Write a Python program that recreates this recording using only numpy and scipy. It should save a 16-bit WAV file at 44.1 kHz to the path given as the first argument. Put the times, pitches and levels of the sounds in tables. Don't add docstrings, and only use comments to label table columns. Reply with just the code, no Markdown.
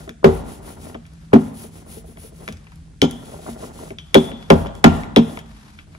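import sys
import numpy as np
from scipy import signal
from scipy.fft import rfft, irfft, next_fast_len
from scipy.io import wavfile
from scipy.ndimage import uniform_filter1d

SR = 44100
rng = np.random.default_rng(int(sys.argv[2]) if len(sys.argv) > 2 else 0)


def natural_amplitude(level_db):
    exponent = np.asarray(level_db, float) / 20
    return 10 ** exponent


def put_to_file(sound):
    columns = np.atleast_2d(sound).T
    safe = np.clip(columns, -1, 1)
    whole_steps = np.round(safe * 32767)
    wavfile.write(sys.argv[1], SR, whole_steps.astype(np.int16))


N = 263707
PAD = next_fast_len(N + 4096)

# frequency in Hz, left-right correlation.
LIKENESS = [(60, 0.87), (240, 0.95), (950, 0.046), (3770, 0.43), (15000, -0.66)]


def rms_one(x):
    return x / np.sqrt(np.mean(x ** 2) + 1e-20)


def at_hz(points, hz, axis=1):
    points = np.array(points)
    return np.interp(np.log(hz), np.log(points[:, 0]), points[:, axis])


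def drift(rate):
    r = np.exp(-80 * np.pi * rate / SR)
    slow = signal.lfilter([1], [1, -2 * r, r * r], rng.standard_normal(N // 40 + 2002))[2000:]
    return np.interp(np.arange(N) / 40, np.arange(len(slow)), rms_one(slow))


def ring(force, hz, t60):
    r, w = natural_amplitude(-60 / (t60 * SR)), 2 * np.pi * hz / SR
    return signal.lfilter([0, np.sin(w)], [1, -2 * r * np.cos(w), r * r], force + 1e-18)


def fading(blows, t60, level_db=0):
    return signal.lfilter([natural_amplitude(level_db)], [1, -natural_amplitude(-60 / (t60 * SR))], blows + 1e-18)


def clicks(times, sizes):
    train = np.zeros(N)
    np.add.at(train, np.clip((times * SR).astype(int), 0, N - 1), sizes)
    return train


def coloured(x, spectrum):
    hz = np.fft.rfftfreq(PAD, 1 / SR) + 1
    return rms_one(irfft(rfft(x, PAD) * natural_amplitude(at_hz(spectrum, hz)), PAD)[..., :N])


def landings():
    thuds = [(0.242, -13.5, 9, 17, -7), (0.289, -32, -17, 11.5, 2), (1.332, 4.5, -51, -11.5, -25.5),
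             (1.351, -12, -9, -3.5, -50), (2.485, -37, 8, -15, -52), (3.022, -6.5, -10, -15, -16),
             (3.038, -34, -0.5, 5, 9), (4.147, -17, -15, 6.5, -18), (4.153, -1.5, -14.5, -4, -15),
             (4.503, -5, 0.5, 5.5, -4.5), (4.552, -28.5, -6.5, 8, -0.5), (4.842, 2, -6, -10.5, -1),
             (4.865, -6, -46, -32, -37.5), (5.1651, -6, -21.5, 0.5, -14), (5.1826, -6, -23.5, -37, -45.5)]
    s, boom_db, weight_db, knock_db, hard_db = np.transpose(thuds)
    sub_db = boom_db + weight_db
    low_db = boom_db + 7 + 0.55 * weight_db
    return s, boom_db, sub_db, low_db, boom_db + knock_db, boom_db + hard_db


def bench(rumble):
    # frequency in Hz, level in dB, t60 in seconds.
    bench_modes = [(53.1, -4.5, 0.14), (83.46, -0.5, 0.25), (159.3, -3, 0.24), (111.1, -16, 0.38),
                   (208.9, -2, 0.13), (229.7, -1, 0.23), (241.8, 1, 0.23), (245.4, 3, 0.07),
                   (271.7, 2.5, 0.17), (301, -7, 0.21), (334.3, -0.5, 0.038), (383.6, -1, 0.17),
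                   (422.6, 10, 0.046), (452.7, -5, 0.19), (464.5, 11, 0.029), (546.5, 3, 0.088),
                   (655, 12, 0.018), (679, 8.5, 0.074), (738, 8.5, 0.029), (824, -3, 0.11), (879, -7, 0.13),
                   (924, -4.5, 0.095), (1047, -2, 0.092), (1212, -3, 0.07), (1388, -5, 0.16)]
    # dB near 205, 300, 385 and 600 Hz.
    spots = [(7.5, -34, 3, -2), (-10, -8, 14.5, -1), (3.5, 0.5, 7, -2), (5, 0, -2, 1), (11, 2, 3, -5),
             (-13, 1.5, -1, 2), (22.5, 23.5, 10, 2), (-5.5, -10, -6.5, 12.5), (-4, 0, 5, 9.5),
             (0.5, -10.5, 0.5, 3), (-5.5, -1.5, -7.5, 10.5), (-3, 5, 6.5, 1.5), (-9, -7, -3, -1),
             (10.5, 1, -3.5, -2), (1.5, 1, -26, 4)]
    # dB near 160, 440, 550 and 1030 Hz.
    slaps = [(-1, 1, 8, -3), (-3, 3.5, -0.5, -2), (2, -1, 3, 10), (4, -6, -8.5, 0), (1, -2, 0, 0),
             (0.5, 13, -13, -0.5), (0, 6, 3, -8), (1, -6, 2, 3), (0.5, -1, 3, 2.5), (-1.5, 4.5, 2.5, 4.5),
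             (1, 4.5, 1.5, 2), (1, 0.5, 0, -1), (-2, -1, 0.5, -1), (5, 3.5, 5, 6), (7.5, -1.5, 1.5, 0)]
    s, boom_db, sub_db, low_db, knock_db, rap_db = landings()
    luck = rng.normal(0, 1.7, (len(s), len(bench_modes)))
    lean_db = rng.normal(0, .8, len(bench_modes))

    hits = rng.random((4, N)) < 200 * natural_amplitude(5.5 * drift(25)) / SR
    hit_size = natural_amplitude(3.5 * np.minimum(rng.exponential(1, (4, N)), 3))
    grit = hits * hit_size * rng.choice([-1, 1], (4, N))

    spot_hz = [160, 205, 240, 300, 385, 450, 600, 800]
    slap_hz = [115, 160, 205, 390, 440, 550, 640, 900, 1030, 1200]
    force_hz = np.log([85, 160, 245, 430, 900])
    struck, rolled = 0, 0
    for k, (hz, level_db, t60) in enumerate(bench_modes):
        forces = zip(sub_db, low_db, boom_db, knock_db, rap_db)
        blow_db = np.array([np.interp(np.log(hz), force_hz, row) for row in forces])
        blow_db = blow_db + [np.interp(hz, spot_hz, [0, a, 0, b, c, 0, d, 0]) for a, b, c, d in spots]
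        blow_db = blow_db + [np.interp(hz, slap_hz, [0, a, 0, 0, b, c, 0, 0, d, 0]) for a, b, c, d in slaps]
        arrival = s + 0.04094 / np.sqrt(hz) + 190 / hz ** 2 - .0014
        force = clicks(arrival, natural_amplitude(blow_db + luck[:, k] + level_db - 4) * (-1) ** k)
        swell = 900 / hz ** 2
        sides = natural_amplitude(lean_db[k] * np.array([[.5], [-.5]]))
        struck = struck + sides * ring(ring(force, hz, swell) * 14 / (swell * SR), hz, t60)
        pair = grit[[k % 4, (k + k // 7) % 4]]
        rolled = rolled + ring(pair, hz, 0.29 * t60) * natural_amplitude(level_db + 0.5 * np.log2(hz / 600))
    scrape = coloured(grit[:2], [(600, -6.5), (1200, -19.5), (2000, -10.0), (4000, -49.5)])
    rolled = rms_one(rolled) + natural_amplitude(-12.0) * scrape
    return struck + natural_amplitude(-4) * rumble * rolled


def frame():
    # start in seconds, peak in dB, centre in octaves above 2 kHz,
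    # fall in dB per octave, frame ring in dB.
    clacks = [(0.2436, -13, -0.4, 1, -38.5), (1.3307, -9.5, -0.54, 24, -44), (1.3354, -18, -1.4, -0.5, -46),
              (3.017, -4, 1.03, 12.5, -16.5), (3.026, -22, 1.8, 32, -40), (3.040, -21, 1, 21, -32),
              (4.1437, -9.5, 3.3, -0.5, -2.5), (4.1517, -8, 0.65, 24, -27), (4.5017, -13.5, 0.15, 1, -46),
              (4.5064, 4, -0.46, 47, -42), (4.8414, 0.5, 0.25, 7, -18.5), (5.1616, -6, 0.7, 9.5, -12),
              (5.1663, -17, 0.38, 11, -29), (5.171, -13, 0.62, 28, -39.5)]
    ticks = [(0.077, -42, -0.5, 10, -66), (0.092, -32.5, -3.5, 0.5, -58), (0.944, -32, -1.4, 5, -68),
             (0.9500, -35.5, -0.9, 8, -65), (1.053, -45, 0.2, 19, -82), (1.064, -35, 5.5, 4, -78),
             (1.134, -45, 2, 13, -80), (2.171, -47, 0, 5, -80), (2.4777, -26.5, 0.15, 5, -62),
             (2.4862, -22.5, -7.5, -1.5, -60), (2.524, -30.5, 1.7, 10.5, -55), (2.570, -42.5, 1.6, 7, -80),
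             (2.669, -42, 0, 28, -75), (2.719, -54, 3, 0, -75), (2.725, -43, -2, 7, -76),
             (2.757, -36, 3.5, 8, -80), (3.11, -18.5, 2.5, 7.5, -60), (3.462, -39, 18, 14, -58),
             (3.9045, -31.5, -1.1, 6.5, -60), (3.9853, -31, .5, 11.5, -33), (4.316, -30.5, 0.06, 19, -27),
             (4.426, -43, -0.5, 3.5, -39), (4.660, -34, -0.2, 4.5, -62), (4.668, -34, 0.4, 6, -30.5),
             (4.751, -38.5, 1.8, 6, -44.5), (5.034, -26, -1.2, 5.5, -56), (5.372, -30.5, -0.5, 6, -53.5),
             (5.3892, -34.5, 1.5, 2, -37), (5.7881, -31.5, 0.3, 17, -46), (5.949, -43.5, 0.05, 27.5, -72)]
    # frequency in Hz, level in dB, t60 in seconds.
    damped_parts = [(1320, 9, 0.0089), (2000, 18.5, 0.0043), (2500, 11.5, 0.014), (2570, 9.5, 0.024),
                    (3378, 13, 0.0048), (4230, 8.5, 0.0021), (4980, 11, 0.003), (6370, 13, 0.0014),
                    (7500, 11.5, 0.0016), (10460, 10.5, 0.0012), (12250, -6, 0.001), (15270, -4.5, .002)]
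    # frequency in Hz, level in dB, t60 in seconds.
    frame_modes = [(3130, -8.5, 0.14), (3060, -2, .2), (3290, -2, .3), (3450, -2, 0.4), (3140, -3.5, .25),
                   (3430, -4.5, 0.66), (3400, -9, 0.25), (3360, -5, 0.33), (3670, -4, .13),
                   (5800, -10, .15)]
    # start in seconds, freest pitch in Hz,
    # loss in dB per 100 Hz away.
    grip = [(0, 3450, 7), (3.02, 3480, -2), (3.98, 3500, -2.5), (4.14, 3500, 2.5), (4.5, 3400, 1.5),
            (4.84, 3350, 0), (5.16, 3260, 2.5)]
    s, peak_db, centre, fall_db, ring_db = np.transpose(sorted(clacks + ticks))
    delays = rng.random((len(s), 5)) * [0, .0005, .001, .0015, .003] + [0, .0003, .0007, .001, .002]
    shares = rng.uniform(.5, 1, (len(s), 5)) * [.5, -.9, 1, -.7, .4]
    contacts = (s[:, None] + delays).ravel()
    loose = natural_amplitude(-.08 * (peak_db + 6.5))
    chatter = rng.standard_normal((2, N))
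    out = 0
    for k, (hz, level_db, t60) in enumerate(damped_parts):
        octave = np.clip(np.log2(hz / 2100), -.7, 2.3)
        blow_db = peak_db - np.abs(fall_db * (octave - centre))
        sizes = natural_amplitude(blow_db + level_db - 5.0)
        burst = clicks(contacts, (sizes[:, None] * shares).ravel())
        rattle = fading(clicks(s + 0.0015, sizes * loose), .09, -37.0)
        out = out + ring(burst * (-1) ** k + rattle * chatter[k % 2], hz, min(t60, 1 / 170))

    grip_s, grip_hz, grip_loss_db = np.transpose(grip)
    free_hz, loss_db = np.interp(s, grip_s, grip_hz), np.interp(s, grip_s, grip_loss_db)
    for k, (hz, mode_db, t60) in enumerate(frame_modes):
        level_db = mode_db + 3.5 - loss_db * np.minimum(np.abs(hz - free_hz), 400) / 100
        shaken = fading(clicks(s, natural_amplitude(ring_db + level_db)), .85 * t60, -49)
        clean = ring(clicks(s, natural_amplitude(ring_db + level_db - 23.5)), hz, t60)
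        out = out + ring(shaken * chatter[k % 2], hz, 0.032) + clean
    return out * natural_amplitude(np.array([[.2], [-.2]]))


def jolts():
    # start in seconds, peak in dB, centre in octaves above 240 Hz, fall in dB per octave.
    knocks = [(0.076, -27.5, 1.03, 7), (0.23, -25.5, 2.2, 3), (0.683, -51, 1.5, 6), (0.776, -56, 1.2, 14),
              (1.32, -34, 2.4, 6), (1.641, -31, 0.8, 10), (2.084, -39.5, 0.36, 8), (2.41, -54, 2.4, 17),
              (3.13, -28.5, 0.67, 13), (3.59, -34, 1.5, 26), (3.64, -27.5, 2.4, 22.5),
              (3.79, -30.5, 2.4, 19.5), (4.606, -23.5, 1.7, 9), (4.648, -18.5, 2.4, 10),
              (4.691, -25, 2.9, 8), (4.712, -33.5, 1.4, 11), (5.391, -31, 4.1, 15.5),
              (0.096, -34.5, 0.26, 2), (0.604, -35, 1.8, 9.5), (0.949, -24, 1.1, 4.5),
              (1.864, -42.5, 2.2, 2), (1.967, -29.5, 0.58, 19), (2.04, -33.5, 1.42, 16),
              (2.174, -38, 1.5, 3), (2.321, -39.5, 1, 6.5), (2.478, -29.5, 3.1, 2), (2.486, -26.5, 3, -3),
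              (2.236, -38, .8, 23), (2.72, -41.5, 2.4, 25), (3.336, -26, 1.5, 20.5), (3.353, -36, 0.73, 18),
              (3.389, -27.5, 1.5, 15.5), (3.464, -23.5, 2.3, 7), (3.485, -27, 2.2, 0.5),
              (3.499, -32.5, .05, 15), (2.389, -39, .8, 19), (3.561, -32, 1.5, 15.5),
              (3.625, -25.5, 1.5, 11), (3.652, -39, .3, -2), (3.797, -38, .05, -8), (3.825, -28, 1.3, 13),
              (3.906, -23, 1, 12.5), (4.317, -26.5, .05, 3), (4.658, -19, 1.9, 12), (5.374, -17, 2.12, 17),
              (5.786, -47, 2.2, 24.5), (5.949, -36.5, 2.1, 12)]
    # frequency in Hz, level in dB, t60 in seconds.
    roller_modes = [
        [(231.8, 0, 0.23), (234, 10, 0.032)],
        [(430.4, 8, 0.028), (446.5, 3.5, 0.065)],
        [(643, 3, 0.044), (694, 8, 0.015), (770, 1, 0.022)],
        [(984, -2, 0.02), (1230, -6, 0.019), (1430, -13, 0.04)],
    ]
    s, peak_db, centre, fall_db = np.transpose(knocks)
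    delays = rng.random((len(s), 5)) * .016 * [0, 1, 1, 1, 1]
    contacts = (s[:, None] + delays).ravel()
    out = 0
    for octave, modes in zip([0, .8, 1.5, 2.4], roller_modes):
        for k, (hz, level_db, t60) in enumerate(modes):
            sizes = natural_amplitude(peak_db - np.abs(fall_db * (octave - centre)) + level_db + 1.5) * (-1) ** k
            shares = np.c_[np.ones(len(s)), natural_amplitude(-16) * rng.standard_normal((len(s), 4))]
            out = out + ring(clicks(contacts, (sizes[:, None] * shares).ravel()), hz, 0.79 * t60)
    return signal.sosfilt(signal.butter(2, 2200, fs=SR, output="sos"), out)


def shudder():
    # frequency in Hz, level in dB per Hz.
    loose_things = [(120, -5), (230, -0.5), (450, -15.5), (900, -8), (1400, -25), (2200, -31.5),
                    (4000, -34.5), (8000, -56.5)]
    s, boom_db, sub_db, low_db, knock_db, rap_db = landings()
    blows = clicks(s + 0.0015, natural_amplitude(knock_db) + natural_amplitude(rap_db + 8.0) + natural_amplitude(boom_db - 30.0))
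    envelope = fading(blows, .15, -16.5) + fading(blows, .7, -24.5)
    shared, *own = rng.standard_normal((3, N))
    return uniform_filter1d(envelope, size=300) * coloured(shared + 2.6 * np.array(own), loose_things)


def strokes():
    # start in seconds, length in seconds, ink hiss in dB, rumble in dB.
    turns = [(-.1, 0.2, -53.5, -35.5), (0.258, 0.18, -44.5, -40), (0.421, 0.19, -49.5, -37.5),
             (0.601, 0.18, -48.5, -38), (0.759, 0.2, -50, -37), (1.343, 0.19, -49.5, -36.5),
             (1.515, 0.19, -44.5, -39.5), (1.694, 0.16, -54, -40.5), (1.846, 0.19, -46, -43),
             (2.027, 0.15, -57.5, -52.5), (2.157, 0.16, -47.5, -47), (2.307, 0.25, -55, -42.5),
             (3.015, 0.24, -56, -43.5), (3.18, 0.28, -53, -37), (3.404, 0.17, -49, -33),
             (3.555, 0.17, -49.5, -32.5), (3.701, 0.25, -51.5, -35), (4.131, 0.2, -43.5, -31.5),
             (4.493, 0.19, -45.5, -39), (4.723, 0.1, -63, -43.5), (4.818, 0.26, -48, -30),
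             (5.186, 0.24, -48.5, -34.5)]
    t = np.arange(N) / SR
    bright, dull, rumble = np.zeros((3, N))
    for start, length, hiss_db, rumble_db in turns:
        speed = np.sin(np.pi * np.clip((t - start) / length, 0, 1)) ** 2 + 1e-12
        bright = bright + natural_amplitude(hiss_db) * speed ** (1.3 / 2)
        dull = dull + (natural_amplitude(hiss_db - 19.5) + natural_amplitude(rumble_db - 17)) * speed ** (1.2 / 2)
        lumps = natural_amplitude(-0.5) * speed ** (13 / 2)
        rumble = rumble + natural_amplitude(rumble_db - 3.5) * (speed ** (0.35 / 2) + lumps)
    s, boom_db, sub_db, low_db, knock_db, rap_db = landings()
    settle = fading(clicks(s, natural_amplitude(knock_db)), 0.47)
    return bright, dull + natural_amplitude(-50) * settle, rumble + natural_amplitude(-18.5) * settle


def ink(bright, dull):
    # frequency in Hz, level in dB per Hz.
    bright_hiss = [(8300, -24), (9200, -10), (10600, -10), (12000, -15.5), (13300, -43), (14300, -19.5),
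                   (15700, -18), (16000, -83)]
    # frequency in Hz, level in dB per Hz.
    dull_hiss = [(1000, -18), (1800, -10.5), (3500, -8), (4500, -11), (6800, -9.5), (7900, -3.5),
                 (9000, -88)]
    breaks = rng.random((3, N)) < 9000 * natural_amplitude(2.5 * drift(40)) / SR
    snaps = breaks * natural_amplitude(0.69 * rng.exponential(1, (3, N))) * rng.choice([-1, 1], (3, N))
    wide = np.sqrt(1 - .6) * snaps[1:] + np.sqrt(.6) * snaps[0]
    return bright * natural_amplitude(1.5) * coloured(wide, bright_hiss) + dull * natural_amplitude(-1.5) * coloured(wide, dull_hiss)


def rustle():
    # start in seconds, length in seconds, level in dB.
    moves = [(0.073, 0.13, -89), (0.95, 0.41, -60), (2.45, 0.44, -62), (3.992, 0.39, -57),
             (4.33, 0.23, -53), (5.423, 0.43, -52.5), (5.863, 0.54, -56.5)]
    # frequency in Hz, level in dB per Hz.
    cloth = [(300, -40.5), (700, 1), (1200, 1.5), (2500, -6), (5000, -8), (8000, -15), (11800, -13.5),
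             (13200, -54)]
    t, gain = np.arange(N) / SR, 0
    for start, length, level_db in moves:
        swell = np.sin(np.pi * np.clip((t - start) / length, 0, 1))
        gain = gain + natural_amplitude(level_db) * np.sqrt(np.abs(swell))
    shared, *own = rng.standard_normal((3, N))
    return gain * natural_amplitude(2.0 * drift(60)) * coloured(shared + 1.3 * np.array(own), cloth)


def ports(x):
    # frequency in Hz, radians the left leads.
    left_phase = [(0, 0), (200, -0.01), (450, -1.5), (690, -1.94), (1000, -1.5), (1380, -1.5), (2410, -4.5),
                  (5430, -5.5), (10500, -12.5), (16600, -18)]
    # frequency in Hz, left over right in dB.
    left_lean = [(60, 4), (130, -0.8), (250, 1.6), (500, 2), (1000, 0.65), (2200, 3.5), (5000, 2.2),
                 (12000, 1.1)]
    hz = np.fft.rfftfreq(PAD, 1 / SR)
    left = np.exp(1j * np.interp(hz, *np.transpose(left_phase))) * natural_amplitude(at_hz(left_lean, hz + 1))
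    return np.array([irfft(rfft(x[0], PAD) * left, PAD)[:N], x[1]]) * natural_amplitude(-0.48)


def workshop(x):
    # frequency in Hz, t60 in seconds, level in dB.
    room = [(59, 1, -7), (261, 0.25, -6.5), (960, 0.48, -7.5), (3100, 1, -5.5), (8470, 0.2, -6.5),
            (16000, .2, -25)]
    t, tail = np.arange(SR) / SR, 0
    shared, *own = rng.standard_normal((3, SR))
    for hz in 45 * 2. ** np.arange(9):
        alike = np.clip(at_hz(LIKENESS, hz), 0, 1)
        edges = [hz / np.sqrt(2), min(hz * np.sqrt(2), 16000)]
        band = signal.butter(2, edges, "band", fs=SR, output="sos")
        t60 = min(at_hz(room, hz), .33 + 300 / hz)
        fade = natural_amplitude(at_hz(room, hz, axis=2) - 60 * t / t60)
        fade = fade * np.minimum(t / 0.0025, 1) / np.sqrt(t60 * SR / 14)
        noise = np.sqrt(alike) * shared + np.sqrt(1 - alike) * np.array(own)
        tail = tail + fade * signal.sosfilt(band, noise)
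    return signal.fftconvolve(x[None], tail, axes=1)[:, :N]


def hum():
    # frequency in Hz, level in dB per Hz.
    air = [(15, -38), (25, 2.5), (71, 5.5), (102, -2.5), (171, -3), (246, -10), (311, -10), (355, -25),
           (1240, -41), (1480, -29.5), (2990, -34.5), (3500, -34), (5580, -35.5), (10200, -35.5),
           (12000, -48), (12700, -63), (16000, -100), (22000, -120)]
    # frequency in Hz, width in Hz, level in dB.
    motors = [
        (165.44, 13, -49),
        (214, 2.8, -56.5),
        (91, 25, -57.5),
        (57.5, 20, -57),
    ]
    hz = np.fft.rfftfreq(PAD, 1 / SR) + 1
    mid, side = rfft(rng.standard_normal((2, PAD)))
    alike = np.clip(at_hz(LIKENESS, hz), -1, 1)
    pair = irfft(np.sqrt(1 + alike) * mid + np.sqrt(1 - alike) * side * [[1], [-1]], PAD)[:, :N]
    fan, *others = (natural_amplitude(level_db) * rms_one(ring(pair, line_hz, 7.3 / width))
                    for line_hz, width, level_db in motors)
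    run_down_db = np.clip(30 * (np.arange(N) / SR - 5.3), 0, 8)
    lines = sum(others) + fan * natural_amplitude(-run_down_db)
    return natural_amplitude(-43.5 + 0.41 * drift(3.2)) * coloured(pair, air) + lines


def scene():
    bright, dull, rumble = strokes()
    body = bench(rumble) + shudder() + jolts()
    metal = frame()
    surface = ink(bright, dull) + rustle()
    into_room = (body + natural_amplitude(-0.5) * metal + surface).mean(axis=0)
    return ports(body + metal + surface) + workshop(into_room) + hum()


def band_limit(x):
    return signal.sosfilt(signal.butter(12, 17090, fs=SR, output="sos"), x)


def record(dry):
    knee_top, knee_power = 1.63, 2.67
    t = np.arange(N) / SR
    dry = signal.sosfilt(signal.butter(2, 42, "high", fs=SR, output="sos"), dry)
    over_db = np.clip(20 * np.log10(np.abs(dry).max(axis=0) + 1e-9) + 2, 0, 5)
    held_db = np.maximum.accumulate(over_db + 25 * t) - 25 * t
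    late_db = uniform_filter1d(np.interp(t - .042, t, held_db), size=400)
    ducked = dry * natural_amplitude(-late_db)
    rounded = ducked / (1 + np.abs(ducked / knee_top) ** knee_power) ** (1 / knee_power)
    clipped = np.clip(rounded, -1, 1)
    clipped = signal.sosfilt(signal.cheby2(8, 40, 16900, fs=SR, output="sos"), clipped)
    clipped = signal.sosfilt(signal.butter(3, 44, "high", fs=SR, output="sos"), clipped)
    return band_limit(clipped)


dry = scene()
out = record(dry)
put_to_file(out)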